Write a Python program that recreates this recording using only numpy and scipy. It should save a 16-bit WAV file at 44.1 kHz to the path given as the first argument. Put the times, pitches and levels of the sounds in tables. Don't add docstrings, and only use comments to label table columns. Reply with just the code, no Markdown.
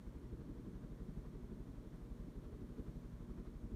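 import sys
import numpy as np
from scipy import signal
from scipy.fft import rfft, irfft
from scipy.io import wavfile
from scipy.ndimage import uniform_filter1d

SR = 44100
rng = np.random.default_rng(int(sys.argv[2]) if len(sys.argv) > 2 else 0)


def volts_from_db(level):
    exponent = np.asarray(level, float) / 20
    return 10 ** exponent


def transcribe(signal):
    frames = np.atleast_2d(signal).T
    limited = np.clip(frames, -1, 1)
    pcm = np.round(limited * 32767).astype(np.int16)
    wavfile.write(sys.argv[1], SR, pcm)


N = 165375
TIME_S = np.arange(N) / SR
BLADE_HZ, FIRST_PASS_S = 11.77, .0708

# mains_multiple, level_db (rms)
MOTOR_HUM = [(2, -64), (4, -64), (6, -77), (10, -81), (16, -90)]
# pitch_hz, width_hz, level_db (rms)
HOUSING_RINGS = [(284.4, 7, -69.5), (357.7, 18, -72.5), (479.5, 6, -76.5), (1107, 6.4, -94),
                 (3050, 40, -102)]
# pitch_hz, density_db (per Hz)
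DRAUGHT_COLOUR = [(400, -6), (520, 5.5), (620, 2.5), (750, -7)]
# pitch_hz, density_db (per Hz)
HISS_COLOUR = [(800, -6.5), (2000, 4), (3300, 1), (4400, -1), (6000, -2), (9000, -4), (12000, -7),
               (15500, -8.5)]
# start_s, wake_db, push_db
GUSTS = [(0, -3, 0), (.22, -3, -1.5), (.38, 2, 0), (.68, 1, -1), (.98, -1, 2), (1.3, 3, 0),
         (1.47, -1, -1.5), (1.8, -2, 0), (2.17, 1, -1), (2.36, -2, 0), (2.65, 0, -1), (2.85, 1, 1),
         (3.05, -1, 1), (3.22, 0, 0), (3.5, 1.5, 1.5), (3.64, -2, 1), (3.75, 4, 0)]
# centre_s, extra_wake_db, extra_swish_db
AIR_KNOTS = [(.41, 0.5, 2), (.75, 0.5, 2), (.84, 0, 2), (1.26, 0.5, 2.5), (2.45, 1.5, 2.5),
             (2.55, 1.5, 0.5), (2.64, 2.5, 0), (2.79, 2.5, 3), (2.88, 2, 2), (3.39, -1, 3), (3.47, 1, 4),
             (3.73, 2, 0)]
# pitch_hz, density_db (per Hz)
WAKE_COLOUR = [(25, 2), (55, 1.5), (100, -4.5), (170, 0.5), (260, -6), (350, -8.5), (465, -13), (510, -30)]
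# pitch_hz, density_db (per Hz)
SWISH_COLOUR = [(600, -7), (780, -3), (1050, -0.5), (1300, -4.5), (1600, -7), (2300, -15), (3300, -19),
                (6000, -29)]
# pitch_hz, width_hz, depth_db
BODY_DIPS = [(2700, 720, -3), (4910, 470, -3.5), (7630, 800, -2.5), (10430, 620, -5)]


def slow_drift(rate_hz):
    hold = int(SR / rate_hz)
    steps = np.repeat(rng.standard_normal(N // hold + 1), hold)
    return 1.31 * uniform_filter1d(uniform_filter1d(steps, hold), hold)[:N]


def resonant_noise(centre_hz, width_hz):
    f = np.fft.rfftfreq(N, 1 / SR) + 1e-6
    gain = 1 / (1 + (2 * (f - centre_hz) / width_hz) ** 2)
    ring = irfft(rfft(rng.standard_normal(N)) * gain, N)
    return ring / np.std(ring)


def motor():
    mains_hz = 59.975
    out = 0
    for multiple, level_db in MOTOR_HUM:
        phase = 2 * np.pi * (multiple * mains_hz * TIME_S + rng.random())
        out = out + volts_from_db(level_db + slow_drift(3)) * np.sqrt(2) * np.sin(phase)
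    for pitch_hz, width_hz, level_db in HOUSING_RINGS:
        out = out + volts_from_db(level_db) * resonant_noise(pitch_hz, width_hz)
    return out


def turbulent_air(colour, level_db, swell_db, flicker_db):
    pitch_hz, density_db = np.array(colour).T
    octave = np.log2(pitch_hz)
    at = np.log2(np.fft.rfftfreq(N, 1 / SR) + 1e-6)
    white = rfft(rng.standard_normal(N))
    outside = np.clip(np.maximum(octave[0] - at, at - octave[-1]), 0, 4)
    tilt = volts_from_db(np.interp(at, octave, density_db) - 30 * outside)
    out = 0
    for middle in np.arange(4, 14.6, .5):
        share = np.cos(np.pi * np.clip(at - middle, -.5, .5)) ** 2
        out = out + irfft(white * tilt * share, N) * volts_from_db(flicker_db * slow_drift(12))
    out = out * volts_from_db(swell_db)
    return out * volts_from_db(level_db) / np.std(out)


def still_air():
    draught = turbulent_air(DRAUGHT_COLOUR, -73, 0.31 * slow_drift(3), 0.73)
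    hiss = turbulent_air(HISS_COLOUR, -78.5, 0.39 * slow_drift(4.05), 0.2)
    return draught + hiss


def blade_pulses():
    pulse_s, lead_share = .0056, 1.09
    pulse_db, scatter_db, jitter_s = -37.9, .6, .0005
    luck = rng.standard_normal((int(N / SR * BLADE_HZ) + 3, 2))
    out = 0
    for k, (size, late) in enumerate(luck):
        centre_s = FIRST_PASS_S + (k - 1) / BLADE_HZ + jitter_s * late
        u = (TIME_S - centre_s) / pulse_s
        out = out - volts_from_db(pulse_db + scatter_db * size) * (1 + lead_share * u) * np.exp(-u ** 2 / 2)
    start_s, _, push_db = np.array(GUSTS).T
    return out * volts_from_db(np.interp(TIME_S, start_s, push_db))


def pass_swing_db(lag_s, depth_db, scatter_db, sharpness):
    turn = (TIME_S - FIRST_PASS_S - lag_s) * BLADE_HZ
    bump = np.exp(sharpness * (np.cos(2 * np.pi * turn) - 1))
    luck = rng.standard_normal(int(N / SR * BLADE_HZ) + 4)
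    return (2 * depth_db + scatter_db * luck[np.round(turn).astype(int) + 2]) * bump


def knot_swell_db(extra_db):
    knot_s = .014
    centre_s = np.array(AIR_KNOTS)[:, 0]
    return sum(db * np.exp(-((TIME_S - s) / knot_s) ** 2 / 2) for s, db in zip(centre_s, extra_db))


def wake():
    start_s, gust_db, _ = np.array(GUSTS).T
    swell_db = 0.64 * np.interp(TIME_S, start_s, gust_db) + knot_swell_db(np.array(AIR_KNOTS)[:, 1])
    swing_db = pass_swing_db(lag_s=.006, depth_db=4.3, scatter_db=1.2, sharpness=.8)
    return turbulent_air(WAKE_COLOUR, -52, swell_db + swing_db, 1.6)


def swish():
    swell_db = knot_swell_db(np.array(AIR_KNOTS)[:, 2])
    swing_db = pass_swing_db(lag_s=0, depth_db=1.7, scatter_db=.5, sharpness=1.1)
    return turbulent_air(SWISH_COLOUR, -73, swell_db + swing_db, .5)


def scene():
    return (motor() + still_air() + blade_pulses() + wake() + swish())[None]


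def low_pass(x):
    return signal.sosfilt(signal.butter(12, 15150, fs=SR, output="sos"), x)


def record(dry):
    f = np.fft.rfftfreq(N, 1 / SR)
    body_db = sum(depth_db * np.exp(-(2 * (f - hz) / width_hz) ** 2) for hz, width_hz, depth_db in BODY_DIPS)
    notched = irfft(rfft(dry) * volts_from_db(body_db), N)
    low_cut = signal.butter(4, 41, "high", fs=SR, output="sos")
    mix = signal.sosfilt(low_cut, notched)
    return low_pass(mix)


dry = scene()
out = record(dry)
transcribe(out)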